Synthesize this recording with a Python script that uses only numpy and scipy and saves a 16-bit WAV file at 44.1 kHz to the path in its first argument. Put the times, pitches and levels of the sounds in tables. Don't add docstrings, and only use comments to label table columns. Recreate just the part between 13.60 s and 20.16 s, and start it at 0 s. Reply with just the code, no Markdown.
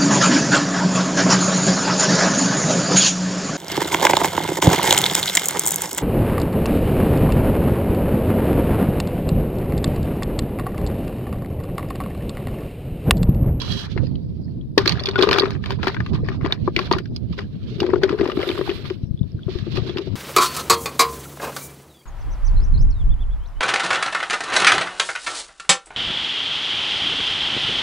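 import sys
import numpy as np
from scipy import signal
from scipy.fft import rfft, irfft, next_fast_len
from scipy.io import wavfile
from scipy.ndimage import uniform_filter1d

SR = 44100
rng = np.random.default_rng(int(sys.argv[2]) if len(sys.argv) > 2 else 0)


def generate_wav(sig):
    pcm = np.round(np.clip(np.atleast_2d(sig).T, -1, 1) * 32767).astype(np.int16)
    wavfile.write(sys.argv[1], SR, pcm)


N = 289110

# f/Hz, level/dB
AIR_TONE = [(100, 6.5), (1000, 1), (1700, 8.5), (2500, -11.5), (3300, -5.5), (5000, -2.5), (6500, -11),
            (9000, -5.5), (15000, -5.5)]
# t/s, level/dB, left minus right/dB
WIND_STRENGTH = [(0.0, -24.5, -11), (0.3, -28, -5), (0.47, -20.5, -13.5), (0.6, -27, -4.5), (1.84, -28, 1),
                 (2.12, -21.5, -10.5), (2.22, -27, -7.5), (2.561, -20, -4.5), (3.2, -25.5, -5.5),
                 (3.839, -26, -1.5), (4.268, -29, -7), (4.841, -33, 0), (5.519, -29.5, 10), (5.75, -34, 0),
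                 (6.18, -22.5, 11.5), (6.42, -34.5, 7.5), (6.501, -21, 26)]
# f/Hz, level/dB
WIND_TONE = [(15, -15), (35, -18), (60, -5), (110, -0.5), (170, -4.5), (260, -10.5), (400, -21.5),
             (600, -33.5), (1000, -39.5), (2000, -63), (4000, -86)]
# t/s, level/dB, left minus right/dB
GUSTS = [(0.357, -12.5, -14), (0.429, -10, -11.5), (0.557, -10.5, -31), (2.134, -17, -19), (2.54, -11, 0),
         (2.629, -10.5, -31), (2.828, -10, -12), (3.025, -9.5, -26), (3.707, -12.5, 8), (5.434, -10.5, 7.5),
         (5.508, -9, 40), (5.541, -12.5, 11), (5.611, -3.5, 33), (5.744, -13, -12), (5.865, -10, 37),
         (5.954, -12.5, 27), (6.024, -12, 28.5), (6.221, -14, 18)]
# t/s, level/dB
FIZZ_LEVEL = [(0.3, -56.5), (0.8, -59), (1.12, -69.5), (3.4, -59), (3.75, -64.5), (5.45, -60.5),
              (5.8, -63.5), (6.56, -63.5)]
# t/s, level/dB, f/Hz
BUBBLE_POPS = [(0.881, -40, 1820), (1.0117, -36.5, 3315), (5.576, -37.5, 3400), (5.592, -33.5, 3510),
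               (5.6306, -36, 3630), (5.7185, -34, 5220), (5.792, -32, 1470), (5.8327, -30, 3380)]
# t/s, level/dB
RUSTLE_LEVEL = [(0.3, -44), (0.65, -58), (1.0, -60), (1.13, -65.5), (2.0, -52), (2.5, -48), (2.62, -62.5),
                (2.68, -67.5), (2.95, -49.5), (3.4, -55), (3.63, -54.5), (3.76, -52.5), (3.88, -52),
                (4.06, -46.5), (4.55, -47.5), (4.9, -37.5), (5.3, -42), (5.42, -50.5), (5.49, -58),
                (5.76, -55), (5.87, -44.5), (6.13, -40.5), (6.53, -46)]
# f/Hz, level/dB
RUSTLE_TONE = [(500, -13), (1300, -9), (1750, -11), (2300, -7), (3200, -3.5), (4200, -3), (5200, -12),
               (6300, -22.5), (8000, -37), (13000, -35), (15500, -46)]
# t/s, level/dB
SWISH_LEVEL = [(0.0, -30), (0.07, -37), (0.165, -26.5), (0.235, -34), (0.3, -61), (0.33, -59)]
# f/Hz, level/dB
SWISH_TONE = [(400, -11), (1000, -20.5), (1800, -11.5), (2100, -25.5), (2900, -5), (3180, -5), (3290, 7.5),
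              (3420, -7.5), (3700, -13.5), (3980, 2), (4150, -5.5), (5000, -11), (5900, -13.5), (6400, -22),
              (8000, -31.5), (13000, -36.5), (15500, -42.5)]
# t/s, level/dB
BRUSH_LEVEL = [(4.55, -72.5), (4.89, -52), (5.08, -58), (5.3, -68.5), (5.4, -78.5), (5.45, -94)]
# f/Hz, level/dB
BRUSH_TONE = [(3000, 12), (6000, 13), (8000, 8.5), (10000, 3.5), (12000, 12.5), (14000, -0.5), (15500, -16)]
# f/Hz, left minus right/dB
PORT_BALANCE = [(100, 10), (300, 8.5), (750, 9), (1300, 7), (2100, 8.5), (3000, 1.5), (3700, -1.5),
                (4500, -15), (5500, -22), (7500, 2), (12000, -0.5)]
# t/s, length/s, scrape level/dB, rustle level/dB
LOAD_SLIDES = [(0.0, 0.26, -39.5, -45), (0.364, 0.012, -44.5, -54.5), (1.201, 0.019, -33.5, -38.5),
               (1.255, 0.062, -29.5, -31), (1.354, 0.27, -33.5, -46.5), (1.579, 0.066, -23, -31.5),
               (1.713, 0.07, -20.5, -41.5), (1.823, 0.042, -29, -53), (1.872, 0.084, -39, -46.5),
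               (2.055, 0.018, -34.5, -45.5), (2.095, 0.0084, -30.5, -46), (2.189, 0.1, -41.5, -48.5),
               (2.23, 0.028, -29.5, -39), (2.268, 0.0085, -24, -35.5), (2.533, 0.019, -34, -39),
               (2.644, 0.11, -40, -46.5), (2.809, 0.016, -37.5, -43.5), (2.846, 0.021, -32.5, -48),
               (2.893, 0.02, -32.5, -53), (3.162, 0.11, -37, -37.5), (3.32, 0.026, -29.5, -41),
               (3.725, 0.0099, -46, -43.5), (3.779, 0.0078, -33, -38.5), (4.226, 0.018, -37, -48.5),
               (4.293, 0.0097, -34, -62.5), (4.416, 0.022, -29.5, -51), (4.472, 0.048, -33, -47.5),
               (4.576, 0.08, -32.5, -57), (4.79, 0.082, -33, -41), (4.967, 0.031, -43.5, -38.5),
               (5.063, 0.028, -37.5, -42.5), (5.24, 0.03, -42.5, -48.5), (6.154, 0.018, -33.5, -36),
               (6.264, 0.024, -39.5, -39)]
# f/Hz, level/dB
SCRAPE_TONE = [(150, -25), (370, 16.5), (520, 5), (750, 2.5), (1150, -1.5), (2200, -7), (3200, -9),
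               (5000, -8), (7500, -21), (13000, -29), (15500, -63)]
# f/Hz, width/Hz, level/dB
WALL_MODES = [(390.8, 27, 9), (1056, 170, -0.5), (1203, 20, 9.5), (1550, 560, 4.5), (1709, 18, 1.5),
              (1889, 33, 5.5), (2362, 230, 2.5)]
# t/s, level/dB
SHUFFLE_LEVEL = [(4.1, -41.5), (4.24, -25.5), (4.65, -28), (5.1, -35), (5.45, -61.5), (5.8, -59),
                 (5.9, -57), (6.3, -32.5), (6.56, -56.5)]
# t/s, level/dB, f/Hz, length/s
FLOOR_THUDS = [(0.363, -17.5, 372, 0.0063), (0.432, -23, 514, 0.0093), (1.176, 0.5, 401, 0.0056),
               (1.188, -21, 386, 0.024), (1.261, -13, 352, 0.011), (1.482, -17, 392, 0.01),
               (1.586, -5.5, 394, 0.012), (1.599, -9, 369.5, 0.024), (1.624, -7, 373, 0.008),
               (1.637, -7.5, 407, 0.0096), (1.669, -9.5, 410, 0.0098), (1.683, -9, 403, .012),
               (1.698, -14, 415, 0.0074), (1.744, -13, 412, 0.0099), (1.778, -14, 378, 0.012),
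               (1.806, -9.5, 390, 0.011), (1.826, -6, 390.3, 0.019), (1.866, -19.5, 407, 0.021),
               (2.631, -23, 435, 0.0081), (2.843, -12, 308, 0.011), (3.075, -10, 361, 0.012),
               (3.165, -16, 341, 0.015), (3.188, -16, 367, 0.026), (3.312, -6, 373, 0.013),
               (3.359, -17.5, 359, 0.017), (3.4, -23, 357, 0.012), (4.218, -9, 357, 0.0079),
               (4.237, -10, 366.5, 0.022), (4.289, -13.5, 339, 0.0094), (4.332, -4.5, 373, .013),
               (4.359, -9, 374, 0.0075), (4.429, -6, 384.4, 0.024), (4.502, -13, 313, 0.009),
               (4.525, -10, 403, 0.018), (4.593, -11.5, 393, 0.018), (4.612, -6.5, 343, 0.0067),
               (4.628, -12, 374, 0.013), (4.661, -10.5, 347, 0.0058), (4.687, -11, 369, 0.0091),
               (4.772, -9, 320, 0.0077), (4.79, -12, 387.4, 0.016), (4.832, -14.5, 540, 0.006),
               (4.868, -18, 357, 0.021), (4.896, -13, 331, 0.011), (4.988, -14, 354, 0.012),
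               (5.01, -9, 381, 0.0088), (5.089, -13, 352, 0.013), (5.11, -15.5, 392, 0.012),
               (5.304, -15, 371, 0.015), (5.88, -18, 370, .018), (5.95, -20.5, 355, 0.02),
               (6.065, -20.5, 341, 0.02), (6.175, -15, 365, 0.014), (6.293, -19.5, 365, 0.011),
               (6.358, -16, 369, 0.015), (6.386, -16.5, 350, 0.013), (6.405, -22.5, 387, 0.02),
               (6.469, -18.5, 367, 0.014)]
# t/s, level/dB, f/Hz, time to fade by 60 dB/s
SHELL_CLINKS = [(1.557, -9.5, 1453, 0.07)]
# f/Hz, width/Hz, level/dB
SHELL_MODES = [(3410, 260, -7.5), (4330, 220, -5), (5000, 140, -8)]
# t/s, level/dB, ring f/Hz, brightness/dB, how much the ring stands out/dB
SHELL_CLACKS = [(0.017, -31.5, 5050, -2, -2), (0.376, -32.5, 2080, -9.5, -4), (0.468, -47, 4900, 9, -11),
                (0.555, -46, 3070, 4, -3.5), (1.1785, -13.5, 1744, 0.5, -12),
                (1.258, -23.5, 1636, -0.5, -2), (1.276, -15.5, 4200, 11, -6), (1.293, -20, 4380, 21.5, -13),
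                (1.321, -26, 4380, 20, -15), (1.395, -33.5, 3450, 16, -1), (1.401, -34.5, 4360, 18, 12),
                (1.436, -33.5, 4900, 9, 2.5), (1.457, -24, 3530, 23, -5.5), (1.47, -29.5, 3520, 7, -5.5),
                (1.487, -24.5, 4390, 0, -1.5), (1.511, -37, 3590, 9, 10.5), (1.557, -29.5, 3530, -4, -5),
                (1.589, -24.5, 3470, -10, 4), (1.61, -27, 1065, 0.5, -6.5), (1.624, -17.5, 3390, 17, -11),
                (1.629, -21.5, 3850, 7.5, -13), (1.633, -21, 1580, -14, -25),
                (1.671, -28.5, 1145, -12.5, -5), (1.689, -19.5, 1130, -5, -8),
                (1.711, -20.5, 2450, 1, -7.5), (1.72, -23.5, 1224, -3.5, 4.5),
                (1.729, -17.5, 1724, 5.5, -4), (1.739, -23.5, 3460, 5.5, -7.5),
                (1.76, -24, 1320, -16.5, -12.5), (1.784, -18.5, 2335, -1, -14), (1.796, -16, 3358, 40.5, 3),
                (1.82, -28, 3540, -15, 7), (1.833, -25, 1056, -21.5, -10.5), (1.855, -29, 1290, -9, -10.5),
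                (1.905, -35, 2256, 2, -12.5), (2.039, -36, 1756, 0, 1), (2.059, -34, 3590, 7.5, -13),
                (2.105, -28, 990, -2, -7.5), (2.12, -35.5, 1516, 1.5, 0.5), (2.23, -28, 1650, -5, -5),
                (2.27, -21.5, 1545, -11.5, -17.5), (2.28, -26.5, 1703, 11, 9),
                (2.344, -33.5, 2080, -4.5, -8), (2.366, -30.5, 1555, -15.5, 3),
                (2.403, -28.5, 1754, -12.5, 5), (2.462, -36.5, 1075, -7, -12.5), (2.686, -30, 1760, -8, -1),
                (2.848, -33.5, 1057, -24.5, -25), (2.86, -27.5, 1032, -16.5, -13),
                (2.923, -19, 3637, 8, -1), (3.076, -23.5, 1102, -2.5, 22), (3.163, -18, 2310, 11, 4),
                (3.18, -33, 2050, -13, 7), (3.19, -22.5, 1105, -5, -8.5), (3.3126, -17, 942, -4.5, -0.5),
                (3.325, -25.5, 4540, 28, -14.5), (3.334, -24, 1074, -3.5, -3),
                (3.364, -38, 1005, -9.5, 4.5), (3.384, -30.5, 1427, -0.5, 0.5),
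                (3.456, -44.5, 1590, 3.5, -1), (3.562, -35, 5090, 13, -1), (3.789, -32.5, 1946, -2.5, -4.5),
                (4.202, -27, 2850, 4, -6), (4.23, -30, 867, -1.5, 2.5), (4.264, -37, 1200, -2, -11),
                (4.336, -26, 1124, -6, 5.5), (4.357, -36, 1420, -7.5, 2), (4.434, -22, 1517, 0, -0.5),
                (4.492, -29.5, 1420, -6, -3), (4.587, -38, 1510, -6, -2.5), (4.61, -33.5, 2095, -2.5, -5),
                (4.656, -32.5, 1140, -11, -12), (4.675, -35.5, 2300, -3.5, -9.5),
                (4.698, -29, 1227, -10, -4), (4.717, -32.5, 2860, -8, -4), (4.77, -36.5, 1130, -6.5, -7.5),
                (4.801, -37.5, 1210, -13, -18), (4.814, -34.5, 3150, -5.5, 0), (4.828, -32.5, 2070, 8.5, 5),
                (4.889, -27.5, 3580, -1.5, 3.5), (4.902, -33, 3050, -3, 0), (4.914, -34, 2510, 1.5, -3),
                (4.976, -34, 1263, -11.5, -0.5), (5.012, -34.5, 1150, -8.5, -7.5),
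                (5.076, -33, 803, -12.5, -2), (5.093, -30.5, 1110, -13, -21), (5.101, -34.5, 2930, -4, 8.5),
                (5.113, -39.5, 1745, 5, -4), (5.253, -42.5, 2200, -7.5, -7), (5.3, -36, 2945, -4, -2.5),
                (5.986, -40.5, 3690, 14, -12.5), (6.171, -32, 2705, 1, -6.5), (6.294, -37, 3400, 9, -4),
                (6.371, -32.5, 2660, -1, -9.5), (6.383, -34, 2950, 0, -7)]
# f/Hz, level/dB
CLACK_TONE = [(100, -25.5), (260, 3), (390, 4.5), (520, -3), (750, -5.5), (1100, -5.5), (3000, -0.5),
              (4600, -2), (5500, -11.5), (6500, -17.5), (8000, -32.5), (12500, -26), (15000, -47.5)]
BAND_EDGES = [600, 1600, 3200, 6000]
BAND_CENTRES = [980, 2260, 4380]


def amp(db):
    return 10 ** (np.asarray(db) / 20)


def unit(x):
    return x / np.sqrt(np.mean(x ** 2) + 1e-20)


def level(rows):
    times, db = np.transpose(rows)
    t = np.arange(N) / SR
    outside_s = abs(t - np.clip(t, times[0], times[-1]))
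    return amp(np.interp(t, times, db) - 200 * outside_s)


def add(mix, start_s, sound):
    part = mix[:, max(round(start_s * SR), 0):][:, :sound.shape[1]]
    part += sound[:, :part.shape[1]]


def colour(x, tone, size=2048):
    hz, db = np.transpose(tone)
    curve_db = np.interp(np.log(np.fft.rfftfreq(size, 1 / SR) + 1), np.log(hz + 1), db)
    cepstrum = irfft(np.log(amp(curve_db)))
    cepstrum[1:size // 2] *= 2
    cepstrum[size // 2 + 1:] = 0
    response = irfft(np.exp(rfft(cepstrum)))
    return signal.fftconvolve(x, response[None], axes=1)[:, :x.shape[1]]


def stereo_noise(length, alike):
    left, other = rng.standard_normal((2, length))
    return np.array([left, alike * left + np.sqrt(1 - alike ** 2) * other])


def wobble(rate_hz):
    knots = rng.standard_normal(N // 16)
    return unit(np.interp(np.arange(N) / SR * rate_hz, np.arange(len(knots)), knots))


def sides(pan_db):
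    ratio = np.atleast_1d(amp(pan_db))
    return np.array([ratio, np.ones_like(ratio)]) / np.sqrt((1 + ratio ** 2) / 2)


def ports(x, lean_db=0):
    hz, pan_db = np.transpose(PORT_BALANCE)
    gains_db = 20 * np.log10(sides(pan_db + lean_db))
    return np.vstack([colour(x[[side]], np.c_[hz, db]) for side, db in enumerate(gains_db)])


def delay_right(x, lag_s=0.00014):
    size = next_fast_len(N + 512)
    delay = np.exp(-2j * np.pi * np.fft.rfftfreq(size, 1 / SR) * lag_s)
    return np.array([x[0], irfft(rfft(x[1], size) * delay, size)[:N]])


def ringing(x, modes):
    return sum(amp(db) * signal.lfilter(*signal.iirpeak(hz, hz / width, fs=SR), x)
               for hz, width, db in modes)


def air(hiss_db=-65):
    return amp(hiss_db) * unit(colour(rng.standard_normal((2, N)), AIR_TONE))


def wind(lump_db=3.5):
    times, db, pan_db = np.transpose(WIND_STRENGTH)
    t = np.arange(N) / SR
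    swirls = rng.standard_normal((2, N)) * amp(lump_db * np.array([wobble(25), wobble(25)]))
    rumble = unit(colour(swirls, WIND_TONE))
    return amp(np.interp(t, times, db)) * rumble * sides(np.interp(t, times, pan_db))


def gusts(width_s=0.002, swing_hz=115, pitch_spread=0.14, gain_db=-1.5):
    t, out = np.arange(SR // 20) / SR, np.zeros((2, N))
    for start_s, db, pan_db in GUSTS:
        hz = swing_hz * np.exp(pitch_spread * rng.standard_normal())
        swing = np.sin(2 * np.pi * (hz * t + rng.random((2, 1))))
        push = (t / width_s) ** 2 * np.exp(-t / width_s) * swing
        add(out, start_s, amp(db + gain_db) * sides(pan_db) * push / abs(push).max())
    return out


def rubble_fizz(bubbles_per_s=2000, spread_db=3, cycles=6, drift_db=5, low_hz=3400, high_hz=5900, sizes=14):
    t, out = np.arange(SR // 50) / SR, np.zeros((2, N))
    for hz, share in zip(np.geomspace(low_hz, high_hz, sizes), np.sqrt(np.hamming(sizes))):
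        bursts = rng.random((2, N)) < bubbles_per_s / sizes / SR
        strength = amp(spread_db * np.minimum(rng.exponential(1, N), 2))
        ping = share * np.sin(2 * np.pi * hz * t) * np.sqrt(t) * np.exp(-hz * t / cycles)
        pings = signal.oaconvolve(bursts * strength, ping[None], axes=1)[:, :N]
        out += pings * amp(drift_db * wobble(13))
    return level(FIZZ_LEVEL) * unit(out)


def bubble_pops(rise_s=0.00018, decay_s=0.0019, spray_share=0.48, gain_db=2):
    t, out = np.arange(SR // 25) / SR, np.zeros((2, N))
    shape = (1 - np.exp(-t / rise_s)) * np.exp(-t / decay_s)
    for start_s, db, hz in BUBBLE_POPS:
        spray = spray_share * rng.standard_normal((2, len(t)))
        add(out, start_s, amp(db + gain_db) * shape * (np.sin(2 * np.pi * hz * t) + spray))
    return colour(out, CLACK_TONE)


def sliding(column, rise_s=0.0038, sag_db_per_s=8.5, stop_db_per_s=319.5,
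            settle_db=-23.5, settle_db_per_s=112.5):
    t, power = np.arange(N) / SR, np.zeros(N)
    for slide in LOAD_SLIDES:
        start_s, length_s, db = slide[0], slide[1], slide[column]
        since_start = np.maximum(t - start_s + rise_s / 2, 0)
        since_end = np.maximum(t - start_s - length_s, 0)
        push = np.minimum(since_start / rise_s, 1) * amp(db - sag_db_per_s * since_start)
        release = amp(-stop_db_per_s * since_end) + amp(settle_db - settle_db_per_s * since_end)
        power += (push * release) ** 2
    return np.sqrt(power) / (1 + amp(settle_db))


def sleeve(grain_db=1, flutter_db=2.5, brush_db=3):
    rasp = stereo_noise(N, alike=0.12) * amp(grain_db * wobble(700) + flutter_db * wobble(50))
    movement = np.hypot(level(RUSTLE_LEVEL), sliding(column=3))
    rustle = movement * unit(ports(colour(rasp, RUSTLE_TONE), lean_db=-11.5))
    swish = level(SWISH_LEVEL) * unit(ports(colour(rasp, SWISH_TONE), lean_db=-10))
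    brush = amp(brush_db) * level(BRUSH_LEVEL) * unit(colour(rasp, BRUSH_TONE)) * sides(pan_db=-22.5)
    return rustle + swish + brush


def bucket_wall(x):
    return x + ringing(x, WALL_MODES)


def rubbing(skid_db=-17.5, skid_s=0.033, grate_db=-7):
    kicks = np.zeros(N)
    for start_s, db, *_ in SHELL_CLACKS:
        kicks[round(start_s * SR)] += amp(db + skid_db) ** 2
    skid_power = signal.lfilter([1], [1, -np.exp(-2 / (skid_s * SR))], kicks) + 1e-14
    grating = amp(grate_db) * level(RUSTLE_LEVEL)
    return np.sqrt(sliding(column=2) ** 2 + skid_power + grating ** 2)


def spine_scrape(slips_per_s=1000, spread_db=4, cycles=3.9, grind_db=-5, judder_db=6.5, pitches=24):
    t, ticks = np.arange(SR // 50) / SR, np.zeros((2, N))
    for hz in np.geomspace(480, 5200, pitches):
        slips = rng.random(N) < slips_per_s / pitches / SR
        strength = amp(spread_db * np.minimum(rng.exponential(1, N), 3))
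        tick = np.sin(2 * np.pi * hz * t + rng.normal(0, 1, (2, 1))) * np.exp(-hz * t / cycles) * hz
        ticks += signal.oaconvolve((slips * strength)[None], tick, axes=1)[:, :N]
    grind = stereo_noise(N, alike=1) * amp(judder_db * wobble(90))
    friction = unit(ticks) + amp(grind_db) * unit(grind)
    return rubbing() * unit(colour(bucket_wall(friction), SCRAPE_TONE))


def load_shuffle(floor_hz=372, width_hz=110, lurch_db=3):
    mode = signal.iirpeak(floor_hz, floor_hz / width_hz, fs=SR)
    bumps = rng.standard_normal(N) * amp(lurch_db * wobble(50))
    return level(SHUFFLE_LEVEL) * unit(signal.lfilter(*mode, signal.lfilter(*mode, bumps)))


def floor_thuds(rise_share=0.22, tail_db=-19, tail_s=0.02, bend=0.036,
                buzz_db=-12, buzz_hz=440, knock_db=-17, knock_s=0.0011):
    t, out = np.arange(SR // 8) / SR, np.zeros((2, N))
    knock_band = signal.butter(2, [450, 1500], "bandpass", fs=SR)
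    buzz_band = signal.butter(2, [buzz_hz / 1.86, buzz_hz * 1.126], "bandpass", fs=SR)
    for start_s, db, hz, length_s in FLOOR_THUDS:
        noise, tap = rng.standard_normal((2, len(t)))
        attack = 1 - np.exp(-(t / (rise_share * length_s)) ** 2)
        shape = attack * (np.exp(-(t / length_s) ** 2) + amp(tail_db) * np.exp(-t / tail_s))
        turns = np.cumsum(hz * (1 + bend * (np.exp(-t / length_s) - .5))) / SR
        buzz = amp(buzz_db) * unit(signal.lfilter(*buzz_band, noise))
        drum = shape * (np.sin(2 * np.pi * turns) + buzz)
        knock = bucket_wall(signal.lfilter(*knock_band, tap * attack * np.exp(-t / knock_s)))
        thud = drum / abs(drum).max() + amp(knock_db) * knock / abs(knock).max()
        add(out, start_s, amp(db) * np.tile(thud, (2, 1)))
    return out


def shell_clinks(rise_s=0.00073):
    t, out = np.arange(SR // 5) / SR, np.zeros((2, N))
    for start_s, db, hz, fade_s in SHELL_CLINKS:
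        shape = amp(db - 60 * t / fade_s) * (1 - np.exp(-t / rise_s))
        add(out, start_s, np.tile(shape * np.sin(2 * np.pi * hz * t), (2, 1)))
    return out


def shell_ring(t, hz, side_db=-9, middle_fade_s=0.02, middle_hz=1500, damping=0.47):
    modes = hz * np.array([1, rng.uniform(1.0, 1.5), rng.uniform(0.738, 1.0)])
    skews = rng.standard_normal(3) * modes / 3500
    ring = sum(amp(db) * np.sin(2 * np.pi * mode * t + np.array([[0], [skew]]))
               for mode, db, skew in zip(modes, (0, side_db, side_db), skews))
    fade_s = middle_fade_s * (middle_hz / hz) ** damping
    return ring * amp(-60 * t / fade_s)


def chatter(hit, span_s=0.0068, touch_db=-10, touches=3):
    out = hit.copy()
    for delay, strength in rng.random((touches, 2)):
        add(out, span_s * delay, amp(touch_db) * 2 * (strength - .5) * hit)
    return out


def band_shares(ring_hz, bright_db, stand_out_db, focus_db=11, focus_octaves=0.51):
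    nearness = np.exp(-(np.log2(np.array(BAND_CENTRES) / ring_hz) / focus_octaves) ** 2)
    db = bright_db * np.array([-.5, 0, .5]) + (focus_db + stand_out_db) * nearness
    return db - 10 * np.log10(np.sum(amp(db) ** 2))


def balance_bands(hit, want_db, steps=3):
    size = hit.shape[1]
    hz = np.fft.rfftfreq(size, 1 / SR)
    bands = [(hz > low) & (hz < high) for low, high in zip(BAND_EDGES, BAND_EDGES[1:])]
    for step in range(steps):
        power = (abs(rfft(hit)) ** 2).mean(0)
        have_db = 10 * np.log10([power[band].sum() * 8 / size ** 2 for band in bands])
        tone = list(zip(BAND_CENTRES, want_db - have_db))
        hit = colour(hit, [(BAND_EDGES[0], 0), *tone, (BAND_EDGES[-1], 0)] if step else tone)
    return hit


def shell_clacks(crack_s=0.0024, rise_s=0.0013, echo_db=-22, echo_s=0.017,
                 shell_db=-1, ring_db=-2, lead_s=0.0006):
    t, out = np.arange(4096) / SR, np.zeros((2, N))
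    attack = 1 - np.exp(-(t / rise_s) ** 2)
    decay = np.exp(-t / crack_s) + amp(echo_db) * np.exp(-t / echo_s)
    for start_s, db, hz, bright_db, stand_out_db in SHELL_CLACKS:
        contact = stereo_noise(len(t), alike=0.63) * attack * decay
        crack = unit(bucket_wall(contact) + amp(shell_db) * ringing(contact, SHELL_MODES))
        ring = amp(ring_db + stand_out_db / 2) * unit(attack * shell_ring(t, hz))
        hit = colour(chatter(crack + ring), CLACK_TONE)
        hit = balance_bands(hit, band_shares(hz, bright_db, stand_out_db))
        add(out, start_s - lead_s, amp(db) * hit)
    return out


def scene():
    bucket = shell_clacks() + shell_clinks() + floor_thuds() + load_shuffle() + spine_scrape()
    nearby = delay_right(ports(bucket + bubble_pops()))
    return nearby + sleeve() + wind() + gusts() + rubble_fizz() + air()


def suppress_hiss(x, margin_db=5, depth_db=-9, above_hz=700, size=1024):
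    frames = dict(fs=SR, nperseg=size, noverlap=size * 3 // 4)
    hz, _, spectrum = signal.stft(x, **frames)
    power = uniform_filter1d(abs(spectrum) ** 2, size=7, axis=1)
    power = abs(uniform_filter1d(power, size=5, axis=2)) + 1e-18
    quiet = np.percentile(power, 20, axis=2, keepdims=True) * amp(margin_db) ** 2
    cut_db = depth_db * quiet ** 2 / (quiet ** 2 + power ** 2) * (hz > above_hz)[:, None]
    return signal.istft(spectrum * amp(cut_db), **frames)[1][:, :N]


def record(dry, top_hz=15400):
    overloaded = np.clip(suppress_hiss(dry), -1, 1)
    low_pass = signal.firwin(401, top_hz, window=("kaiser", 9), fs=SR)
    return signal.oaconvolve(overloaded, low_pass[None], "same", axes=1)


dry = scene()
out = record(dry)
generate_wav(out)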